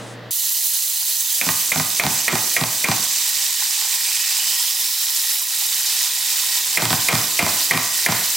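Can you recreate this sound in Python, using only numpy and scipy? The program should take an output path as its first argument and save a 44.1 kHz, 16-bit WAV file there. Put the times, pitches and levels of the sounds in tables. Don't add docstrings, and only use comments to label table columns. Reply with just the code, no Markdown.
import sys
import numpy as np
from scipy import signal
from scipy.fft import rfft, irfft, next_fast_len
from scipy.io import wavfile
from scipy.ndimage import uniform_filter1d, minimum_filter1d

SR = 44100
rng = np.random.default_rng(int(sys.argv[2]) if len(sys.argv) > 2 else 0)


def put_to_file(sound):
    columns = np.atleast_2d(sound).T
    safe = np.clip(columns, -1, 1)
    whole_steps = np.round(safe * 32767)
    wavfile.write(sys.argv[1], SR, whole_steps.astype(np.int16))


N = 368841
TIME_S = np.arange(N) / SR
SIZZLE_START_S, CUTOFF_HZ = 0.308, 15950


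def from_db(db):
    return 10 ** (np.asarray(db) / 20)


def rms_one(x):
    return x / np.sqrt(np.mean(x ** 2) + 1e-20)


def in_time(rows):
    times, *columns = np.transpose(rows)
    return [np.interp(TIME_S, times, column) for column in columns]


def at_hz(points, hz):
    freqs, values = np.transpose(points)
    return np.interp(np.log(np.maximum(hz, 1)), np.log(freqs), values)


def colour(x, db_of_hz):
    size = next_fast_len(N)
    hz = np.arange(size // 2 + 1) * SR / size
    return irfft(rfft(x, size) * from_db(db_of_hz(hz)), size)[..., :N]


def cut(x, hz, kind, order=2):
    return signal.sosfilt(signal.butter(order, hz, kind, fs=SR, output="sos"), x + 1e-18)


def drift(rate_hz):
    step, warm_up = 40, 2000
    pole = np.exp(-2 * np.pi * rate_hz * step / SR)
    noise = rng.standard_normal(N // step + warm_up + 2)
    slow = signal.lfilter([1], [1, -2 * pole, pole * pole], noise)[warm_up:]
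    return np.interp(np.arange(N) / step, np.arange(len(slow)), rms_one(slow))


def stereo_noise(width):
    mid, side = rng.standard_normal((2, N))
    return rms_one(mid + width * side * np.array([[1], [-1]]))


def ring(clicks, hz, t60):
    decay, angle = np.exp(-np.log(1000) / (t60 * SR)), 2 * np.pi * hz / SR
    return signal.lfilter([0, np.sin(angle)], [1, -2 * decay * np.cos(angle), decay ** 2], clicks + 1e-18)


def clicks_at(times, gains):
    out = np.zeros(N)
    out[np.round(np.asarray(times) * SR).astype(int)] = gains
    return out


def strike(times, levels_db, modes, vary_db, chatter_s=0.0):
    chance, out = rng.standard_normal((len(times), len(modes))), 0
    for k, (hz, db, t60) in enumerate(modes):
        gains = from_db(levels_db + db + vary_db * chance[:, k])
        clicks = clicks_at(times, gains)
        if chatter_s:
            for gap_s in (chatter_s / 2, chatter_s):
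                delay_s = np.round(gap_s * hz) / hz
                clicks += clicks_at(times + delay_s, gains * rng.uniform(0.6, 1, len(times)))
        out = out + (-1) ** k * ring(clicks, hz, t60)
    return out


def bursts(times, levels_db, t60):
    decay = np.exp(-np.log(1000) / (t60 * SR))
    envelope = signal.lfilter([1], [1, -decay], clicks_at(times, from_db(levels_db)) + 1e-18)
    return rng.standard_normal(N) * envelope


# frequency in Hz, relative density in dB.
AIR_SPECTRUM = [(29, -58), (50, -26), (121, -1), (150, -0.5), (408, -8.5), (544, -7), (987, -13.5),
                (1880, -22), (2280, -35.5), (3850, -37), (7690, -55), (9310, -60), (15000, -58)]
# frequency in Hz, rms level in dB.
HUM_PARTIALS = [(118.4, -40.5), (468.3, -50.5), (592.2, -53)]


def room_tone():
    noise = colour(stereo_noise(width=0.28), lambda f: at_hz(AIR_SPECTRUM, f))
    air = from_db(-42) * rms_one(cut(cut(noise, 1400, "low", order=4), 186, "high"))
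    hiss = from_db(-45.5) * rms_one(cut(noise, 2250, "high", order=4))
    settling = from_db(6 * np.exp(-TIME_S / 0.17))
    hum = sum(np.sqrt(2) * from_db(db) * np.sin(2 * np.pi * (hz * TIME_S + rng.random()))
              for hz, db in HUM_PARTIALS)
    rustle = rms_one(cut(stereo_noise(width=0.13), [5000, 10000], "band", order=3))
    rustle_db = -46.5 - 450 * np.clip(TIME_S - 0.13, 0, 1)
    return (air + hiss) * settling + hum * from_db(drift(19)) + rustle * from_db(rustle_db)


# time in seconds, level in dB.
RUMBLE_LEVEL = [(0.5, -80), (1.43, -71), (1.65, -49), (2.85, -46), (3.15, -56.5), (5.17, -65.5),
                (6.84, -50.5), (6.95, -44), (8.3, -51)]
# frequency in Hz, relative density in dB.
RUMBLE_SPECTRUM = [(30, -9), (70, -20), (118, -0.5), (170, -17), (280, -2.5), (440, -4), (600, -6),
                   (1000, -7), (3000, -52)]


def rumble():
    noise = colour(stereo_noise(width=0.25), lambda f: at_hz(RUMBLE_SPECTRUM, f))
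    return from_db(in_time(RUMBLE_LEVEL)[0]) * rms_one(noise)


# frequency in Hz, reverberation time (t60) in seconds.
KITCHEN_DECAY = [(100, 0.32), (400, 0.47), (1500, 0.65), (5000, 0.033), (14000, 0.025)]


def kitchen(x, wet_db, width=0.65):
    t, tail = np.arange(SR) / SR, 0
    for hz in 60 * 2.0 ** np.arange(8):
        mid, side = cut(rng.standard_normal((2, SR)), [hz, 2 * hz], "band")
        apart = width * hz / (hz + 800) * np.array([[1], [-1]])
        t60 = at_hz(KITCHEN_DECAY, hz * np.sqrt(2))
        tail = tail + (mid + apart * side) * np.exp(-np.log(1000) * t / t60)
    tail = rms_one(tail * np.clip(t / 0.0056, 0, 1)) / np.sqrt(SR)
    return x + from_db(wet_db) * signal.fftconvolve(x[None], tail, axes=1)[:, :N]


# start in seconds, relative level in dB.
TUB_TOUCHES = [(1.025, -26.5), (3.622, -17.5), (3.82, -15.5), (3.85, -21), (4.638, -28), (6.437, -22)]
# frequency in Hz, relative level in dB, t60 in seconds.
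TUB_MODES = [(435, -15, 0.052), (840, -1, 0.037), (1060, 2, 0.023), (1380, 1.5, 0.0078), (1540, 2, 0.027)]


def butter_tub():
    times, db = np.transpose(TUB_TOUCHES)
    return from_db(-14) * cut(strike(times, db, TUB_MODES, vary_db=2), 250, "high")


def fizz(per_s, size_db, cycles, clump_db, hiss_db):
    out = np.zeros((2, N))
    pitches = np.geomspace(750, 15500, 28)
    for hz in pitches:
        count = int(per_s * N / SR * hz / pitches.sum())
        starts, places = rng.integers(0, N, count), 0.95 * rng.uniform(-0.91, 1, count)
        levels_db = size_db * np.minimum(rng.exponential(1, count), 3.3) + clump_db * drift(31)[starts]
        gains = from_db(levels_db) * rng.choice([-1, 1], count)
        clicks = np.array([np.bincount(starts, gains * (1 + side * places), N) for side in (1, -1)])
        out += np.sqrt(hz) * rms_one(np.diff(ring(clicks, hz, t60=cycles / hz), prepend=0))
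    return rms_one(rms_one(out) + from_db(hiss_db) * stereo_noise(width=0.055))


def near_echoes(x, strength, count=10):
    lags = (rng.uniform(0.002, 0.012, count) * SR).astype(int)
    return x + strength * sum(np.roll(x, lag, axis=1) * rng.choice([-1, 1]) for lag in lags)


def moving_resonance(x, hz, width_hz, block=256):
    radius, out, state = np.exp(-np.pi * width_hz / SR), np.zeros_like(x), np.zeros((2, 2))
    zeros = (1 - radius ** 2) / 2 * np.array([1, 0, -1])
    for i in range(0, N, block):
        poles = [1, -2 * radius * np.cos(2 * np.pi * hz[i] / SR), radius ** 2]
        out[:, i:i + block], state = signal.lfilter(zeros, poles, x[:, i:i + block], zi=state)
    return out


# frequency in Hz, gain in dB.
SIZZLE_COLOUR = [(50, -55), (120, -28), (260, -29), (600, -36), (780, -15), (1050, -17), (1350, -17.5),
                 (2100, -12), (3800, 0.5), (5400, 1.5), (8300, 1.5), (9800, -2.5), (13000, -1), (16000, -2)]
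# centre in Hz, width in Hz, gain in dB.
PAN_RESONANCES = [(1006, 34, 6.5), (1895, 136, 8), (2980, 110, 6), (3740, 72, 2), (4960, 75, 3.5),
                  (6700, 160, -3), (7540, 90, 5.5), (9050, 440, -1), (11650, 550, 4), (11700, 280, -10)]


def pan_colour_db(f):
    peaks_db = sum(db / (1 + (2 * (f - hz) / width) ** 2) for hz, width, db in PAN_RESONANCES)
    return at_hz(SIZZLE_COLOUR, f) + peaks_db


# time in seconds, centre in Hz, strength as a gain.
LOWER_RESONANCE = [(1.15, 4220, 0.6), (1.45, 2480, 0.5), (3.8, 2100, 0.07), (4.3, 2680, 0.86),
                   (4.65, 3230, 0.72), (5.0, 3960, 0.51), (5.5, 3900, 0.39), (6.6, 3700, 0.23),
                   (7.0, 3920, 0.084)]
UPPER_RESONANCE = [(0.33, 6480, 0.36), (3.1, 6040, 0.41), (3.8, 5130, 0.058), (4.3, 5060, 0.63),
                   (5.0, 5360, 1), (5.6, 5400, 0.11), (8.3, 5040, 0.072)]


def foaming_butter():
    foam = fizz(per_s=9000, size_db=3, cycles=16, clump_db=2.1, hiss_db=-0.5)
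    foam = foam * from_db(0.85 * drift(8.4) + 0.16 * drift(95))
    foam = colour(near_echoes(foam, strength=0.068), pan_colour_db)
    glides = map(in_time, (LOWER_RESONANCE, UPPER_RESONANCE))
    return foam + sum(strength * moving_resonance(foam, hz, width_hz=280) for hz, strength in glides)


BUBBLE_EDGES_HZ = [2700, 5800, 9200]
# level once melted in dB, change while the butter is firm in dB,
# share of the vigour's swing, stereo width as a factor.
BUBBLE_BANDS = [(-34, -9, .8, 0.57), (-25, -5, 0.61, 0.78), (-24.5, -2, 0.58, 0.89)]
# time in seconds, relative level in dB.
VIGOUR = [(0.5, -22), (0.69, -22.5), (2.32, -19.5), (2.47, -24.5), (2.97, -20), (3.21, -19.5), (3.8, -21),
          (4.39, -18.5), (4.86, -23), (5.47, -25), (5.91, -20), (6.54, -20.5), (6.71, -20.5), (8.3, -21)]
# time in seconds, level in dB.
FINE_FIZZ_LEVEL = [(0.35, -23), (1.3, -23), (2.3, -25.5), (3.0, -25.5), (3.9, -26.0), (4.6, -23.5),
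                   (5.7, -25), (7.0, -24.5), (8.3, -24.5)]
# start in seconds, relative level in dB.
SPITS = [(0.7344, -20), (0.8224, -20), (3.7294, -17), (4.1494, -17), (5.1344, -27), (6.005, -17),
         (6.3894, -18)]


def sizzle(melt_s=1.98):
    foam = foaming_butter()
    edges = [0, *BUBBLE_EDGES_HZ, CUTOFF_HZ]
    *bands, finest = [colour(foam, lambda f: np.where((f >= low) & (f < high), 0, -200))
                      for low, high in zip(edges, edges[1:])]
    vigour_db = in_time(VIGOUR)[0]
    firmness = np.exp(-(TIME_S - SIZZLE_START_S) / melt_s)
    out = rms_one(finest) * from_db(in_time(FINE_FIZZ_LEVEL)[0])
    for band, (melted_db, firm_db, share, width) in zip(bands, BUBBLE_BANDS):
        mid = band.mean(axis=0)
        level_db = melted_db + firm_db * firmness + share * (vigour_db - vigour_db.mean())
        out = out + rms_one(mid + width * (band - mid)) * from_db(level_db)
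    spit_times, spit_db = np.transpose(SPITS)
    return out + cut(bursts(spit_times, spit_db, t60=0.17), [3500, 11000], "band")


# landing in seconds, weight in dB, share of it that lands at once,
# seconds until the far edge comes down.
ROCKS = [(1.466, -4.5, 0.48, .023), (1.759, -1, 0.42, 0.039), (2.037, 2, 0.33, 0.029),
         (2.328, 2, 0.97, .026), (2.612, -0.5, 0.86, .025), (2.886, 3, 0.86, 0.029), (6.821, 2, .68, 0.033),
         (6.905, 0.5, 0.56, .024), (7.128, 3.5, 0.83, 0.025), (7.426, 5, .86, 0.038),
         (7.737, 0.5, .66, 0.038), (8.087, 3.5, .8, .035)]


def hob_contacts():
    rows = []
    for start, weight_db, share, edge_s in ROCKS:
        first_db, rest_db = weight_db + 20 * np.log10([share, 1 - share])
        rows += [(start, weight_db - 10, first_db),
                 (start + edge_s / 2, rest_db - 13, rest_db - 3.5),
                 (start + edge_s, -7, rest_db)]
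    return np.transpose(rows)


# frequency in Hz, relative level in dB, t60 in seconds.
BASE_MODES = [(637, -18.5, 0.05), (752, -9.5, 0.047), (918, 2.5, 0.0055), (1028, -3.5, 0.022),
              (1215, -20.5, 0.072), (1510, -14.5, 0.032), (1910, -17, 0.063), (2370, -6, 0.012),
              (3870, 4, 0.0018), (4910, -11, 0.021)]
HOB_MODES = [(100, -8.5, 0.034), (117, -9.5, 0.071), (172.6, -16.5, 0.1), (228.3, -15.5, 0.071),
             (254.5, -4.5, 0.025), (294, -6, 0.024), (368, -17.5, 0.059), (459, -29, 0.13)]


def rocking_pan():
    times, clack_db, thud_db = hob_contacts()
    clack = strike(times, clack_db, BASE_MODES, vary_db=2)
    crack = cut(bursts(times, clack_db - 1, t60=0.013), [1500, 10000], "band", order=1)
    rattle = cut(bursts(times, clack_db + 2, t60=0.038), [720, 1120], "band")
    thud = cut(strike(times, thud_db, HOB_MODES, vary_db=2.5), 330, "low")
    return cut(clack + crack + rattle, 350, "high") + cut(thud, 90.6, "high", order=6)


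# start in seconds, level in dB,
# lasting ring in dB against that level, pitch of the clang as a ratio.
KNOCKS = [(1.413, -9, 1, 1.02), (1.719, -8, 0, 0.97), (1.9974, -2, 0, 1), (2.2806, -1, 2.5, 1.01),
          (2.5649, -3.5, 5, 0.96), (2.8423, -1.5, 2.5, 0.96), (6.773, 0.5, 3.5, 0.97),
          (7.0855, 3.5, 0, .98), (7.3912, 2, 0.5, .97), (7.7099, 1.5, 4, .93), (8.0621, 1, -1.5, 0.83)]
# frequency in Hz, relative level in dB, t60 in seconds.
RIM_MODES = [(176, -35, 0.12), (444, -27, 0.012), (702, -36, 0.18), (760, -19, 0.0067), (1180, -29, 0.079),
             (1680, -19, 0.018), (1927, -20, .045), (2152, -0.5, 0.0085), (2195, -22, 0.068),
             (2350, -17, 0.045), (2520, -2, 0.0091), (2850, -24, 0.02)]
# low and high edge in Hz, level against the knock in dB, t60 in seconds.
BUZZ_BANDS = [(147, 830, -8, 0.25), (720, 1700, -7.5, 0.3), (1650, 4200, -7, 0.12)]


def spoon_knocks(lasting_s=0.045, chatter_s=0.0018):
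    times, db, ring_db, _ = np.transpose(KNOCKS)
    clang = 0
    for start, knock_db, _, pitch in KNOCKS:
        short_modes = [(hz * pitch, level, t60) for hz, level, t60 in RIM_MODES if t60 < lasting_s]
        clang = clang + strike([start], knock_db, short_modes, vary_db=2, chatter_s=chatter_s)
    long_modes = [(hz, level, t60) for hz, level, t60 in RIM_MODES if t60 >= lasting_s]
    ringing = strike(times, db + ring_db, long_modes, vary_db=2.5, chatter_s=chatter_s)
    buzz = sum(cut(bursts(times + 0.003, db + band_db, t60), [low, high], "band")
               for low, high, band_db, t60 in BUZZ_BANDS)
    tick = cut(bursts(times, db - 5, t60=0.048), [4000, 14000], "band")
    return cut(clang + ringing, 80, "high") + buzz + tick


# frequency in Hz, left minus right in dB.
MIC_BALANCE = [(130, 0), (290, .3), (640, -1.1), (1410, -1.7), (3100, -1.4), (6820, -4.3), (15000, -2.2)]


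def scene():
    knocks = kitchen(spoon_knocks(), wet_db=-15)
    clatter = kitchen(rocking_pan() + butter_tub(), wet_db=-11.5)
    shift_db = -0.7 + 0.12 * TIME_S
    frying = sizzle() * from_db([shift_db / 2, -shift_db / 2])
    left, right = knocks + clatter + frying + rumble()
    stove = np.array([colour(left, lambda f: at_hz(MIC_BALANCE, f) / 2),
                      colour(right, lambda f: -at_hz(MIC_BALANCE, f) / 2)])
    return np.where(TIME_S < SIZZLE_START_S, room_tone(), stove)


def limiter(x, ceiling_db, hold_s, release_s):
    over_db = np.maximum(20 * np.log10(np.abs(x).max(axis=0) + 1e-9) - ceiling_db, 1e-6)
    fall = TIME_S / release_s
    gain_db = -np.exp(np.maximum.accumulate(np.log(over_db) + fall) - fall)
    hold = int(hold_s * SR)
    held_db = minimum_filter1d(gain_db, size=hold, origin=(hold - 1) // 2)
    smooth_db = uniform_filter1d(minimum_filter1d(held_db, size=31), size=31)
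    return x * from_db(smooth_db)


def record(dry):
    rounded = 2.2 * np.tanh(dry / 2.2)
    limited = limiter(rounded, ceiling_db=-3.4, hold_s=0.012, release_s=0.036)
    return signal.sosfilt(signal.ellip(12, 0.1, 90, CUTOFF_HZ, fs=SR, output="sos"), limited)


dry = scene()
out = record(dry)
put_to_file(out)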